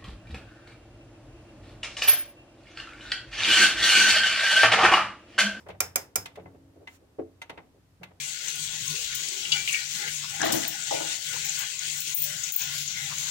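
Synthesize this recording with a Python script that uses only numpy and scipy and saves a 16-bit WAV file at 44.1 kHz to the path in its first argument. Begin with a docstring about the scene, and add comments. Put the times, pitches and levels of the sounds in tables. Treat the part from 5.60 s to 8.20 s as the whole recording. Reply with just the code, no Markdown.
"""A key winds a wooden wall clock, close to a stereo microphone in a small quiet room.
The pawl snaps over the last few ratchet teeth and rings the movement; the key is eased, drawn off
and tapped home again. The hand knocks and rubs on the hollow case, which drones faintly underneath
while the gong rods hum. Snaps, taps and knocks leave a short tail in the room."""
import sys
import numpy as np
from scipy import signal
from scipy.fft import rfft, irfft
from scipy.io import wavfile

SR = 44100
rng = np.random.default_rng(int(sys.argv[2]) if len(sys.argv) > 2 else 0)


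def pcm_store(signal):
    """Save signal as 16-bit PCM."""
    levels = np.round(np.clip(np.atleast_2d(signal), -1, 1) * 32767)
    wavfile.write(sys.argv[1], SR, levels.astype(np.int16).T)


N = 114660
T = np.arange(N) / SR
RING_T = np.arange(int(.36 * SR)) / SR  # time within one contact
BAND_EDGES_HZ = 25 * 2 ** (np.arange(39) / 4)
BAND_HZ = np.sqrt(BAND_EDGES_HZ[1:] * BAND_EDGES_HZ[:-1])
METAL_TONE_HZ, WOOD_TONE_HZ = (403, 2060, 9000), (339.7, 600, 1490)  # bass, pivot, treble

# pawl drops: (time [s], level [dB], bass [dB], treble [dB], left minus right of the treble [dB])
PAWL_DROPS = [(-.11, -22, -2, -3, -5.5), (0.2036, -21.7, -3.5, -3.5, -6), (0.357, -24, -.5, -1.5, -6.5),
              (0.5563, -27, 1, 2, -6)]
# clear modes of the movement: (frequency [Hz], level [dB], t60 [s])
MOVEMENT_RING = [(528, -19, .22), (735, -12, .16), (1378, -13, .15), (2135, -10.5, .14), (2358, -7, .16),
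                 (3840, -17, .07), (5285, -3, .19), (6480, -6.5, .15), (8500, -7, .04), (12450, -10, .1)]
# its dense, short-lived modes: (frequency [Hz], density [dB per kHz])
MOVEMENT_COLOUR = [(35, -54), (100, -20), (220, -21), (450, -7), (950, -10), (2200, -5), (2950, -13),
                   (4300, -13.5), (5200, -1.5), (7500, 0), (10000, -4.5), (15000, -1), (16500, -7)]
def ratchet(bands):
    """The pawl drops off each tooth and rings the movement, its treble to the microphone's right."""
    out = np.zeros((2, N))
    for s, db, bass_db, treble_db, pan_db in PAWL_DROPS:
        snap = blow(bands, MOVEMENT_RING, MOVEMENT_COLOUR, METAL_TONE_HZ, bass_db, treble_db,
                    attack_s=.0018, hold_s=.002, t60=.03, tail_db=0, pan_db=pan_db)
        add(out, s, from_db(db) * snap)
    return out


# key taps: (time [s], level [dB], bass [dB], treble [dB], ring [dB], ping [Hz], ping level [dB])
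KEY_TAPS = [(0.0843, -53, 0, 10, -5, 9000, -20), (.101, -44, -4, -8, -8, 5300, -15),
            (.656, -41, -2.5, 9, -1.5, 5100, -10), (.755, -52.5, 4.5, 6.5, -3, 5100, -13),
            (0.796, -58, 2, -10, -4, 6600, -25), (.856, -55, 17, -40, -2, 6600, -25),
            (.944, -68.5, 27, -23, -5, 6600, -25), (1.2721, -43.5, -14.5, -6.5, 4, 5500, -16),
            (1.816, -42.5, -5, 4, 7, 8390, -15.5), (1.8944, -41.5, 7.5, -0.5, 0, 9950, -10),
            (1.974, -45, 9.5, -13, -3, 6600, -20), (2.431, -41.5, -5, -1, -0.5, 13800, -9)]
# clear modes of the key: (frequency [Hz], level [dB], t60 [s])
KEY_RING = [(738, -8, .12), (925, -7, .12), (1390, -12, .11), (2055, -1, .16), (2330, -11, .08),
            (2660, -8, .12), (3650, -11, .07), (6090, -18, .1), (6620, -15, .06), (10600, -23, .05)]
# its dense, short-lived modes: (frequency [Hz], density [dB per kHz])
KEY_COLOUR = [(35, -45), (100, -18.5), (250, -11), (450, -5), (850, -4), (1400, -6), (2200, -1),
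              (3600, -7.5), (5000, -17), (7000, -21), (11000, -26.5), (16000, -32)]
def key_taps(bands):
    """The key taps on the arbor and dial; each struck spot adds a ping of its own."""
    out = np.zeros((2, N))
    for s, db, bass_db, treble_db, ring_db, ping_hz, ping_db in KEY_TAPS:
        modes = KEY_RING + [(ping_hz, ping_db, .064)]
        tap = blow(bands, modes, KEY_COLOUR, METAL_TONE_HZ, bass_db, treble_db,
                   attack_s=.0032, hold_s=.003, t60=.065, tail_db=-1, ring_db=ring_db)
        add(out, s, from_db(db) * tap)
    return out


# soft knocks: (time [s], level [dB], bass [dB], treble [dB])
CASE_KNOCKS = [(0.0594, -40.5, -10, 2.5), (.086, -33, -13, -1.5), (.14, -45.5, -9, -2),
               (.772, -33, -8.5, -8.5), (1.585, -29, 3.5, -12.5), (1.6057, -39.5, 5.5, -16),
               (2.4105, -44.5, -4, -4), (2.503, -52, -5.5, 2.5)]
# clear modes of the case: (frequency [Hz], level [dB], t60 [s])
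CASE_RING = [(275, -17, .33), (338, -7, .19), (420, -2, .05), (435, -3, .18), (480, -11, .16),
             (522, -7, .11), (596, -15, .11), (745, -13, .13), (780, -9, .045), (1157, -25, .042)]
# its dense, short-lived modes: (frequency [Hz], density [dB per kHz])
CASE_COLOUR = [(35, -42), (90, -21), (200, -14), (400, -1), (650, -1), (1000, -13), (2200, -19),
               (3500, -37), (8000, -52)]
def case_knocks(bands):
    """The hand knocks softly and rings the hollow wooden case."""
    out = np.zeros((2, N))
    for s, db, bass_db, treble_db in CASE_KNOCKS:
        knock = blow(bands, CASE_RING, CASE_COLOUR, WOOD_TONE_HZ, bass_db, treble_db,
                     attack_s=.01, hold_s=.006, t60=.054, tail_db=-6)
        add(out, s, from_db(db) * knock)
    return out


# thuds through the case: (time [s], level [dB])
CASE_THUDS = [(0.097, -48.5), (.565, -48), (0.784, -48), (0.836, -51), (2.399, -46), (2.47, -52)]
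# its lowest modes: (frequency [Hz], level [dB], t60 [s])
CASE_LOW_MODES = [(88, -6, 0.24), (133, -2, .3), (178.1, 1, 0.291)]
def case_thuds(attack_s=.0096):
    """Under the hand's weight the lowest modes of the case swell and die away."""
    ring = sum(from_db(db) * fade(RING_T, t60) * np.sin(2 * np.pi * hz * RING_T)
               for hz, db, t60 in CASE_LOW_MODES)
    thud = rise(attack_s) * ring
    out = np.zeros((2, N))
    for s, db in CASE_THUDS:
        add(out, s, from_db(db) * thud[None])
    return out


# slides on the case: (time [s], length [s], level [dB])
FINGER_SLIDES = [(1.154, 0.036, -53), (1.189, 0.072, -54), (1.40, 0.058, -60.5), (2.13, 0.076, -62.5)]
# their hollow sound: (frequency [Hz], density [dB per kHz])
FINGER_COLOUR = [(200, -20), (330, -2), (470, 0.5), (680, -8.5), (950, -24), (2500, -41), (5000, -50)]
def finger_slides(bands):
    """Each slide of the fingers swells and fades in the hollow case."""
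    swell = sum(from_db(db) * np.sin(np.pi * np.clip((T - s) / length, 0, 1))
                for s, length, db in FINGER_SLIDES)
    return swell * hiss(bands, FINGER_COLOUR)


# rubbing of the hand: (time [s], level [dB])
HAND_LEVEL = [(0, -66.5), (.5, -64.5), (.74, -63), (.83, -55.5), (.98, -64.5), (1.13, -64), (1.25, -62.5),
              (1.34, -66), (1.75, -67.5), (2.05, -65.5), (2.3, -76), (2.6, -66)]
# its dull sound: (frequency [Hz], density [dB per kHz])
HAND_COLOUR = [(120, -20.5), (230, -10.5), (280, 4), (370, -2), (480, -0.5), (750, -9), (1100, -17.5),
               (2200, -24), (4000, -40)]
def hand_rub(bands):
    """The hand rubs on the key and case."""
    return level(HAND_LEVEL) * hiss(bands, HAND_COLOUR)


# one stroke of skin: (time [s], level [dB])
SKIN_LEVEL = [(1.25, -100), (1.28, -67.5), (1.35, -59), (1.37, -63), (1.40, -100)]
# its bright sound: (frequency [Hz], density [dB per kHz])
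SKIN_COLOUR = [(600, 0), (2000, 4), (4500, -1.5), (7000, 2.5), (10000, -5), (15000, -4.5)]
def dial_brush(bands):
    """Skin brushes briefly over the dial."""
    return level(SKIN_LEVEL) * hiss(bands, SKIN_COLOUR)


# swells of the drone: (time [s], relative level [dB])
DRONE_SWELLS = [(0.0, -60), (0.11, -49.5), (0.17, -59), (0.28, -51.5), (0.54, -71.5), (0.59, -48),
                (0.7, -67), (0.85, -55.5), (1.57, -70.5), (1.61, -57), (1.67, -67), (2.6, -64.5)]
# its low sound: (frequency [Hz], density [dB per kHz])
DRONE_COLOUR = [(30, -41.5), (45, -25.5), (70, -11), (92, 4.5), (110, -10), (135, -11.5), (170, -11),
                (230, -25.5), (500, -53.5)]
def case_drone(bands, gain_db=.5):
    """The hollow case drones faintly under the handling."""
    return from_db(gain_db) * level(DRONE_SWELLS) * hiss(bands, DRONE_COLOUR)


# tones of the rods: (frequency [Hz], level [dB])
ROD_TONES = [(274.5, -2), (324, -8.5)]
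# swells of their hum: (time [s], relative level [dB])
ROD_SWELLS = [(0, -68.5), (0.701, -66.5), (1.0, -55), (1.301, -62), (1.55, -72.5), (2.6, -74)]
def gong_rods():
    """The gong rods hum in sympathy, centred in front of the microphone."""
    hum = sum(from_db(db) * np.sin(2 * np.pi * (hz * T + rng.random())) for hz, db in ROD_TONES)
    return level(ROD_SWELLS) * hum


# the small room: (frequency [Hz], tail level [dB], t60 [s], left-right likeness [-1 to 1])
SMALL_ROOM = [(92, 1.5, 0.54, 0.97), (202.3, 1, 0.37, 0.73), (404, -2, 0.24, 0.7), (835, -2.5, 0.27, .3),
              (1985, -10, 0.24, -0.056), (3450, -9.5, .24, -0.14), (6360, -16, .21, -.05),
              (14000, -15, .19, -0.11)]
def blow(bands, modes, colour, tone_hz, bass_db, treble_db, attack_s, hold_s, t60, tail_db,
         pan_db=0, ring_db=0):
    """One contact heard close up: a burst of dense modes, a few that ring on, and the room's tail."""
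    tone = list(zip(tone_hz, (bass_db, 0, treble_db)))
    pan = [(6200, 0), (8500, pan_db)]  # only the treble leans to one side
    sides, late_pan_share, scatter_db = np.array([.5, -.5]), .45, 2
    burst_t60 = t60 * at_hz([(4000, 1), (12000, .7)], BAND_HZ)  # the treble dies sooner
    decay_time = np.maximum(RING_T - attack_s - hold_s, 0)
    burst = rise(attack_s) * chatter() * fade(decay_time, burst_t60[:, None])
    room_t60 = at_hz(SMALL_ROOM, BAND_HZ, column=2)
    tail = rise(attack_s=.0041) * fade(RING_T, room_t60[:, None])
    room_db = tail_db + at_hz(SMALL_ROOM, BAND_HZ)
    out = 0
    for envelope, db, pan_share in ((burst, 0, 1), (tail, room_db, late_pan_share)):
        gain = band_gains(colour) * from_db(db + at_hz(tone, BAND_HZ))
        balance = from_db(pan_share * np.outer(at_hz(pan, BAND_HZ), sides))
        out += shaped_noise(bands, envelope, gain[:, None] * balance)
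    for hz, db, mode_t60 in modes:
        gain = from_db(db + ring_db + at_hz(tone, hz) + scatter_db * rng.normal())
        balance = from_db(late_pan_share * at_hz(pan, hz) * sides)
        out += gain * balance[:, None] * rise(attack_s) * cluster(hz, mode_t60)
    return out


def chatter(spread_db=2.8, step_s=.0006):
    """Uneven strength of the tiny rebounds within one contact; mean power 1."""
    count = len(RING_T)
    steps = np.interp(RING_T / step_s, np.arange(count), rng.uniform(-1, 1, count))
    gain = from_db(np.sqrt(3) * spread_db * steps)
    return gain / np.sqrt(np.mean(gain ** 2))


# high modes come in close clusters: (frequency [Hz], spread [share of the frequency])
MODE_SPREAD = [(700, 0), (2000, .003), (5300, .016)]
def cluster(hz, t60, count=7):
    """One mode as close partials that start together and beat as they die, in stereo."""
    partials = hz * (1 + at_hz(MODE_SPREAD, hz) * rng.normal(size=(count, 1)))
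    envelope = fade(RING_T, t60)
    ring = envelope * np.exp(2j * np.pi * partials * RING_T).sum(axis=0)
    ring *= np.linalg.norm(envelope) / np.linalg.norm(ring)
    phase = rng.choice([-1, 1]) * np.arccos(likeness(hz)) / 2
    return np.imag([ring * np.exp(1j * phase), ring * np.exp(-1j * phase)])


# air of the room: (frequency [Hz], density [dB per kHz])
AIR_COLOUR = [(25, -18.5), (40, -6.5), (60, 3), (100, 2.5), (250, -5.5), (500, -14), (1000, -15),
              (2000, -19.5), (5000, -23.5), (10000, -27.5), (15500, -31.5), (16500, -44)]
def room_tone(bands, level_db=-65):
    """The steady air of the quiet room around the microphone."""
    return from_db(level_db) * hiss(bands, AIR_COLOUR)


def likeness(hz):
    """How alike the microphone's two channels are at a frequency."""
    return np.clip(at_hz(SMALL_ROOM, hz, column=3), -1, 1)


def noise_bands():
    """Quarter-octave bands of stereo noise, rms 1 each: bands x 2 x N."""
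    mid, side = rfft(rng.standard_normal((2, N)))
    hz = np.arange(len(mid)) * SR / N
    alike = likeness(hz + 1)
    stereo = np.sqrt(1 + alike) * mid + np.sqrt(1 - alike) * side * np.array([[1], [-1]])
    bands = np.array([irfft(stereo * ((hz >= low) & (hz < high)), N)
                      for low, high in zip(BAND_EDGES_HZ, BAND_EDGES_HZ[1:])])
    return bands / bands.std(axis=(1, 2), keepdims=True)


def shaped_noise(bands, envelope, gains):
    """Noise bands, each given its envelope's shape and energy, mixed to stereo."""
    start = rng.integers(N - len(RING_T))
    noise = bands[:, :, start:start + len(RING_T)] * envelope[:, None]
    even = np.sqrt(np.sum(envelope ** 2, axis=1)[:, None] / np.sum(noise ** 2, axis=2))
    return np.einsum("bc,bct->ct", even * gains, noise)


def hiss(bands, colour):
    """Steady stereo noise of a given colour, rms 1."""
    noise = np.tensordot(band_gains(colour), bands, 1)
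    return np.roll(noise, rng.integers(N), axis=1) / noise.std()


def band_gains(colour):
    """Gain of each band from dB per kHz."""
    return from_db(at_hz(colour, BAND_HZ)) * np.sqrt(np.diff(BAND_EDGES_HZ) / 1000)


def from_db(db):
    """Decibels to gain."""
    return 10 ** (np.asarray(db) / 20)


def at_hz(table, hz, column=1):
    """One column of a table, read on a log-frequency axis."""
    table = np.array(table)
    return np.interp(np.log(hz), np.log(table[:, 0]), table[:, column])


def level(rows):
    """Gain over time from (time [s], level [dB]) rows."""
    return from_db(np.interp(T, *np.transpose(rows)))


def rise(attack_s):
    """Linear onset of a contact."""
    return np.minimum(RING_T / attack_s, 1)


def fade(t, t60):
    """Exponential decay, 60 dB in t60 seconds."""
    return np.exp(-np.log(1000) * t / np.maximum(t60, 1e-3))


def add(out, s, sound):
    """Mix a sound in at s seconds; one that began before zero leaves only its tail."""
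    start = int(s * SR)
    sound = sound[:, max(-start, 0):]
    start = max(start, 0)
    out[:, start:start + sound.shape[1]] += sound[:, :N - start]


def scene():
    """The clock being wound close to the microphone, the quiet room behind it."""
    bands = noise_bands()
    contacts = ratchet(bands) + key_taps(bands) + case_knocks(bands) + case_thuds()
    friction = finger_slides(bands) + hand_rub(bands) + dial_brush(bands)
    background = case_drone(bands) + gong_rods() + room_tone(bands)
    return contacts + friction + background


def record(dry, cutoff_hz=16100):
    """A steep low-pass cuts the top of the microphone's signal."""
    return signal.sosfilt(signal.ellip(10, .2, 80, cutoff_hz, fs=SR, output="sos"), dry)


dry = scene()
out = record(dry)
pcm_store(out)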